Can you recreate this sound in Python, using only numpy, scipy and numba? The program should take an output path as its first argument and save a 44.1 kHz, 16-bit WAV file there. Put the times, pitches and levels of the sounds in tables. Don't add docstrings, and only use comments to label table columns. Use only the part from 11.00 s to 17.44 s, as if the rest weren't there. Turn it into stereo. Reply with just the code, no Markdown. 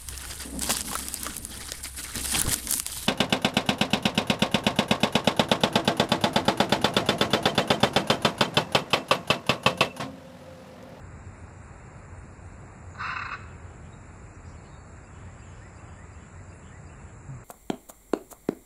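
import sys
import numpy as np
from scipy import signal
from scipy.fft import rfft, irfft
from scipy.io import wavfile
from scipy.ndimage import uniform_filter1d
from numba import njit

SR = 44100
rng = np.random.default_rng(int(sys.argv[2]) if len(sys.argv) > 2 else 0)


def wav_out(sig):
    wavfile.write(sys.argv[1], SR, np.round(np.clip(np.atleast_2d(sig).T, -1, 1) * 32767).astype(np.int16))


def invert_db(level):
    return 10 ** (np.asarray(level, dtype=float) / 20)


N = 284004
TIME = np.arange(N) / SR
FREQ = np.fft.rfftfreq(N, 1 / SR) + 1e-3


def unit(x):
    return x / np.sqrt(np.mean(x ** 2))


def columns(table):
    t_s, *rest = np.transpose(table)
    return [np.interp(TIME, t_s, column) for column in rest]


def walk(rate_hz):
    hold = int(SR / rate_hz)
    levels = np.repeat(rng.standard_normal(N // hold + 1), hold)
    slewed = uniform_filter1d(uniform_filter1d(levels, hold), hold)
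    return unit(slewed[:N])


@njit
def svf(x, hz, width_hz):
    y, band, low = np.empty(len(x)), 0., 0.
    for i in range(len(x)):
        g, k = np.tan(np.pi * hz[i] / SR), width_hz / hz[i]
        v = (band + g * (x[i] - low)) / (1 + g * (g + k))
        band, low, y[i] = 2 * v - band, low + 2 * g * v, k * v
    return y


def ring(x, hz, width_hz):
    hz = hz + np.zeros(len(x))
    return svf(svf(x, hz, 1. * width_hz), hz, 1. * width_hz)


def hump(hz, half_hz, steep):
    return np.exp(-abs((FREQ - hz) / half_hz) ** steep)


def syrinx(rough):
    pulse_hz = 262.7
    closures_hz = 2 * pulse_hz * (1 + .02 * walk(70) + .02 * walk(22))
    cycle = np.cumsum(closures_hz) / SR
    count = cycle.astype(int)
    wraps = np.flatnonzero(np.diff(count))
    late, uneven = rng.standard_normal((2, len(wraps)))
    at = wraps + (rough * 11 * late).astype(int)
    weak = np.where(count[wraps] % 2, .35, 1.)
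    pulses = np.zeros(N)
    pulses[np.clip(at, 0, N - 1)] = weak * invert_db(1.6 * uneven)
    breath = np.exp(-(cycle / 2 % 1) / 0.33) * rng.standard_normal(N)
    return np.sqrt(1 - rough) * unit(pulses) + np.sqrt(rough) * unit(breath)


# t/s, held level/dB, beak opening/0-1
SQUAWK = [
    (1.965, -57, 0.2),
    (1.985, -44, 0.1),
    (2.008, -32, 0.6),
    (2.066, -31, 1),
    (2.13, -32.5, 0.94),
    (2.19, -47, 1),
    (2.28, -53.5, 0.92),
    (2.345, -45.5, 0.93),
    (2.385, -60, 0.7),
]
# t/s, level/dB, length/ms
THROBS = [
    (1.955, -45, 14),
    (2.168, -28.5, 17),
    (2.195, -29.5, 13.4),
    (2.224, -30.5, 19),
    (2.26, -32, 24),
    (2.293, -35, 13),
    (2.319, -32.5, 13),
    (2.336, -31.5, 29),
]


def parrot():
    held_db, opening = columns(SQUAWK)

    def beak(shut, wide):
        return shut + (wide - shut) * opening

    source = syrinx(rough=.48)
    throat = ring(source, beak(1560, 1470) + 70 * walk(30.03), 410)
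    throat += 0.6 * ring(source, 1415, 260) - 0.64 * ring(source, 1894, 300)
    chest = ring(source, beak(1100, 1050) + 40 * walk(24.9), 470)
    mouth = ring(source, 2620 + 50 * walk(30), 330) + 0.75 * ring(source, 2250, 200)
    edge_db = -10 + 0.28 * (held_db - held_db.max())
    rasp = ring(source, 3980, 730) - invert_db(edge_db) * ring(source, 5220, 770) + 0.25 * ring(source, 6250, 400)

    voice = unit(throat) - invert_db(beak(-2, -6.5)) * unit(chest)
    voice += invert_db(beak(-24, -5.5)) * unit(mouth)
    voice += invert_db(beak(-14, -15.5)) * unit(rasp)
    voice = unit(signal.sosfilt(signal.butter(4, [730, 6900], "band", fs=SR, output="sos"), voice))
    voice = voice / uniform_filter1d(voice ** 2, size=330) ** .35

    inside = (TIME > SQUAWK[0][0]) & (TIME < SQUAWK[-1][0])
    flutter_db = 0.5 * walk(76.2)
    power = inside * invert_db(held_db + flutter_db) ** 2
    for t_s, db, ms in THROBS:
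        power = power + invert_db(db) ** 2 * np.exp(-(2500 * (TIME - t_s) / ms) ** 2)
    return voice * np.sqrt(power)


def trees(x, t60_s=0.7, wet_db=-13, gap_s=0.011):
    t = TIME[:SR]
    echo = rng.standard_normal((2, SR)) * np.exp(-np.log(1000) * t / t60_s) * (t > gap_s)
    echo = signal.lfilter([1], [1, -.4], echo)
    echo *= invert_db(wet_db) / np.sqrt(np.sum(echo[0] ** 2)) * np.array([[1], [.1]])
    return signal.fftconvolve(x[None], echo, axes=1)[:, :N]


def thud():
    start_s, start_hz, sag_hz, sag_s = 6.275, 136.2, 27.7, 0.092
    level_db, fade_db_per_s, attack_s = -33.5, 86.5, .03
    t = np.maximum(TIME - start_s, 0)
    hz = start_hz - sag_hz / (1 + np.exp(-(t - sag_s) / .02))
    phase = 2 * np.pi * np.cumsum(hz) / SR
    size = invert_db(level_db - fade_db_per_s * t) * np.clip(t / attack_s, 0, 1)
    return np.sqrt(2) * size * (np.sin(phase) + 0.092 * np.sin(2 * phase))


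def add(out, t_s, from_hz, to_hz, ms, db, buzz_hz, side):
    n = int(ms * SR / 500)
    u = np.linspace(-1, 1, n)
    wobble = unit(uniform_filter1d(rng.standard_normal(SR), size=24))[:n]
    hz = (from_hz + to_hz) / 2 + (to_hz - from_hz) * u + buzz_hz * wobble
    size = np.sqrt(2) * invert_db(db) * np.exp(-4 * u ** 2)
    tone = size * np.sin(2 * np.pi * np.cumsum(hz) / SR)
    at = int(t_s * SR) - n // 2
    out[:, at:at + n] += tone * np.array([[1], [side]])


# t after start/s, from f/Hz, to f/Hz, length/ms, level/dB
PHRASE = [
    (0, 4840, 4790, 24, -66),
    (.027, 2650, 2710, 20, -59),
    (.052, 3060, 3060, 18, -66),
    (.128, 2690, 2670, 20, -62),
    (.224, 1760, 1880, 28, -55.5),
    (.254, 1935, 1995, 32, -55),
]
# t/s, ticks level/dB, closing whistle level/dB
PHRASE_STARTS = [
    (4.048, -2, -6),
    (4.403, 0, 0),
    (4.768, -1, -1),
    (5.135, -4, -4),
    (5.502, -1, 0),
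    (5.872, 0, -16),
]
# t/s, f/Hz, level/dB
BUZZES = [(0.399, 8830, -69.5), (.64, 8750, -70), (.989, 9400, -73), (1.19, 8650, -66), (1.45, 8720, -70),
          (4.771, 8700, -72), (4.98, 8800, -70.5), (5.919, 8640, -73), (6.03, 8700, -75), (5.56, 9360, -65)]
# t/s, f/Hz, level/dB
SEEPS = [
    (1.92, 6950, -63),
    (4.449, 7240, -62.5),
]
# t/s, f/Hz, length/ms, level/dB, buzz width/Hz
CHIRPS = [(2.025, 8990, 50, -72, 40), (2.086, 8540, 70, -69, 61), (2.145, 8600, 45, -76, 40.5),
          (2.33, 8630, 45, -75.5, 40), (2.936, 3790, 19, -59.5, 40), (3.355, 5837, 26, -68, 80),
          (3.46, 4940, 23, -68, 151), (3.50, 5325, 87, -65.5, 900), (3.585, 4350, 30, -68, 149),
          (3.68, 4340, 68, -67, 250), (3.74, 3740, 70, -66.5, 150), (3.8, 4480, 170, -72.5, 50),
          (4.50, 6530, 30, -66, 80), (4.62, 5140, 220, -74, 250), (4.82, 3050, 50, -59, 60),
          (4.92, 4850, 260, -77, 200), (5.63, 3050, 40, -63, 60), (5.93, 2950, 40, -58, 60)]


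def far_birds():
    out = np.zeros((2, N))
    for start_s, tick_db, whistle_db in PHRASE_STARTS:
        for t_s, from_hz, to_hz, ms, db in PHRASE:
            part_db = tick_db if from_hz > 2300 else whistle_db
            add(out, start_s + t_s, from_hz, to_hz, ms, db + part_db, buzz_hz=8, side=.15)
    rise_hz, fall_hz = 511, 820
    for t_s, hz, db in BUZZES:
        add(out, t_s, hz - rise_hz / 2, hz + rise_hz / 2, 60, db, buzz_hz=510, side=1.5)
    for t_s, hz, db in SEEPS:
        add(out, t_s, hz + fall_hz / 2, hz - fall_hz / 2, 79, db, buzz_hz=190, side=.5)
    for t_s, hz, ms, db, buzz_hz in CHIRPS:
        add(out, t_s, hz, hz, ms, db, buzz_hz, side=.12)
    return out + trees(out[0], t60_s=.5, wet_db=-12)


# t/s, length/s, level/dB
BOUTS = [(2.5, 0.05, -56), (2.358, 0.13, -45), (2.7, 0.302, -58.5), (2.862, 0.054, -55),
         (3.544, .04, -58.5), (3.663, 0.039, -53), (4.17, 0.15, -54.5), (4.5, 0.28, -53),
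         (4.87, 0.22, -54.5), (5.257, 0.24, -53.5), (5.64, 0.15, -51.5), (6.056, .14, -56)]


def band_bouts():
    size = invert_db(-69.5)
    for t_s, length_s, db in BOUTS:
        size = size + invert_db(db) * np.exp(-(2 * (TIME - t_s) / length_s) ** 2)
    band = unit(irfft(rfft(rng.standard_normal(N)) * hump(3195, 250, 5.2), N))
    return size * invert_db(5.0 + 3.4 * walk(14)) * band


# f/Hz, half width/Hz, mid level/dB, side level/dB, throb rate/Hz, throb depth/0-1
INSECTS = [
    (7483, 467, -64.5, -65.5, 120, 0.23),
    (6713, 290, -73.5, -78, 32, 0.2),
    (9533, 630, -73, -66.5, 66, 0.07),
]


def insects(bird):
    swell_db_per_s = 0.5
    dip_from_db, dip_slope, dip_s = -36.5, 6, 0.053
    low_db = swell_db_per_s * (TIME - TIME.mean())
    bird_db = 10 * np.log10(np.maximum(uniform_filter1d(bird ** 2, int(dip_s * SR)), 1e-12))
    high_db = -dip_slope * np.maximum(bird_db - dip_from_db, 0)
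    out = np.zeros((2, N))
    for hz, half_hz, mid_db, side_db, rate_hz, depth in INSECTS:
        throb_hz = rate_hz * (1 + .02 * walk(5.5))
        throb = 1 + depth * np.sin(2 * np.pi * np.cumsum(throb_hz) / SR)
        swell_db = (low_db if hz < 8500 else high_db) + 0.3 * walk(8)
        rasp, other = rfft(rng.standard_normal((2, N))) * hump(hz, half_hz, 1.93)
        mid = unit(irfft(rasp, N))
        side = unit(irfft(-1j * rasp + .25 * other, N))
        mid_size = invert_db(mid_db + swell_db)
        side_size = invert_db(side_db + np.maximum(swell_db, -9))
        out += throb * np.array([mid_size * mid, side_size * side])
    return out


def coloured(white, points, swell_db, flicker_db):
    hz, db = np.transpose(points)
    spectrum = rfft(white) * invert_db(np.interp(np.log(FREQ), np.log(hz), db))
    octave = np.clip(np.log2(FREQ / 40), 0, 8)
    total = np.zeros(N)
    for k in range(9):
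        band = irfft(spectrum * np.clip(1 - abs(octave - k), 0, 1), N)
        total += band * invert_db(swell_db * walk(1.64) + flicker_db * walk(10))
    return unit(total)


# f/Hz, density/dB per Hz
AIR = [(12, -45.5), (20, -7), (30, -12.5), (40, -5), (59, -6.5), (87, -2), (113, -6), (134, -7.5),
       (202, -13), (244, -16.5), (568, -21.5), (1320, -23.5), (2520, -31.5), (3210, -48), (3800, -43.5),
       (6300, -48.5), (8190, -76), (13900, -120)]
# f/Hz, density/dB per Hz
AIR_SIDE = [(24, -30), (40, -11), (73, -37.5), (115, -26.5), (150, -17.5), (520, 7.5), (984, 0.5),
            (1330, -3.5), (2200, -41.5), (2860, -77), (4840, -120)]


def air():
    lull_s, lull_length_s, lull_db = 4.2, 0.98, -4.5
    mid_db = -44 - 0.19 * TIME
    side_db = -65 + .5 * TIME + lull_db * np.exp(-((TIME - lull_s) / lull_length_s) ** 2)
    white, other = rng.standard_normal((2, N))
    drone = unit(ring(rng.standard_normal(N), 87 + 2.6 * walk(1.0), 8.6))
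    mid = coloured(white, AIR, 0.1, 0.71) + invert_db(-7) * drone
    side = coloured(0.49 * white + other, AIR_SIDE, 1.5, 1.7)
    puffs = invert_db(-76 + 7 * walk(4)) * unit(ring(other, 62, 60))
    return np.array([invert_db(mid_db) * mid, invert_db(side_db) * side + puffs])


def scene():
    bird = parrot()
    perch_leaves = trees(bird, t60_s=0.0445, wet_db=-9.0, gap_s=0.00076)
    mid, side = air() + insects(bird) + far_birds() + perch_leaves + trees(bird)
    mid = mid + 0.77 * bird + thud() + band_bouts()
    side = side - 0.019 * bird
    return np.array([mid + side, mid - side])


def starve(x, under_db, spread_db, loud_share, from_hz):
    hz, _, z = signal.stft(x, SR, nperseg=2048, noverlap=1536)
    bands = z[:1024].reshape(128, 8, -1)
    power = uniform_filter1d(np.mean(abs(bands) ** 2, axis=1), size=3, axis=1)
    power_db = 10 * np.log10(power + 1e-20)
    loud_db = 10 * np.log10(np.sum(abs(z[40:140]) ** 2, axis=0) + 1e-20)
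    waver = unit(uniform_filter1d(rng.standard_normal(power_db.shape), size=7, axis=1))
    limit_db = under_db + spread_db * waver + loud_share * (loud_db - np.median(loud_db))
    keep = np.clip((power_db - limit_db) / 1.5 + .5, 0, 1)
    keep[:hz[::8].searchsorted(from_hz)] = 1
    z[:1024] *= np.repeat(keep, 8, axis=0)
    return signal.istft(z, SR, nperseg=2048, noverlap=1536)[1][:N]


def roll_off(x):
    return signal.sosfilt(signal.butter(12, 10320, fs=SR, output="sos"), x)


def record(dry):
    notch = invert_db(-30 * hump(3210, 265, 5.0))
    bass_cut = 1 / np.sqrt(1 + (38 / FREQ) ** 9)
    left, right = irfft(rfft(dry) * notch * bass_cut, N)
    mid = starve((left + right) / 2, -99, 5.0, 0.47, from_hz=2500)
    side = starve((left - right) / 2, -99, 9.5, 0.36, from_hz=1100)
    return roll_off(np.array([mid + side, mid - side]))


dry = scene()
out = record(dry)
wav_out(out)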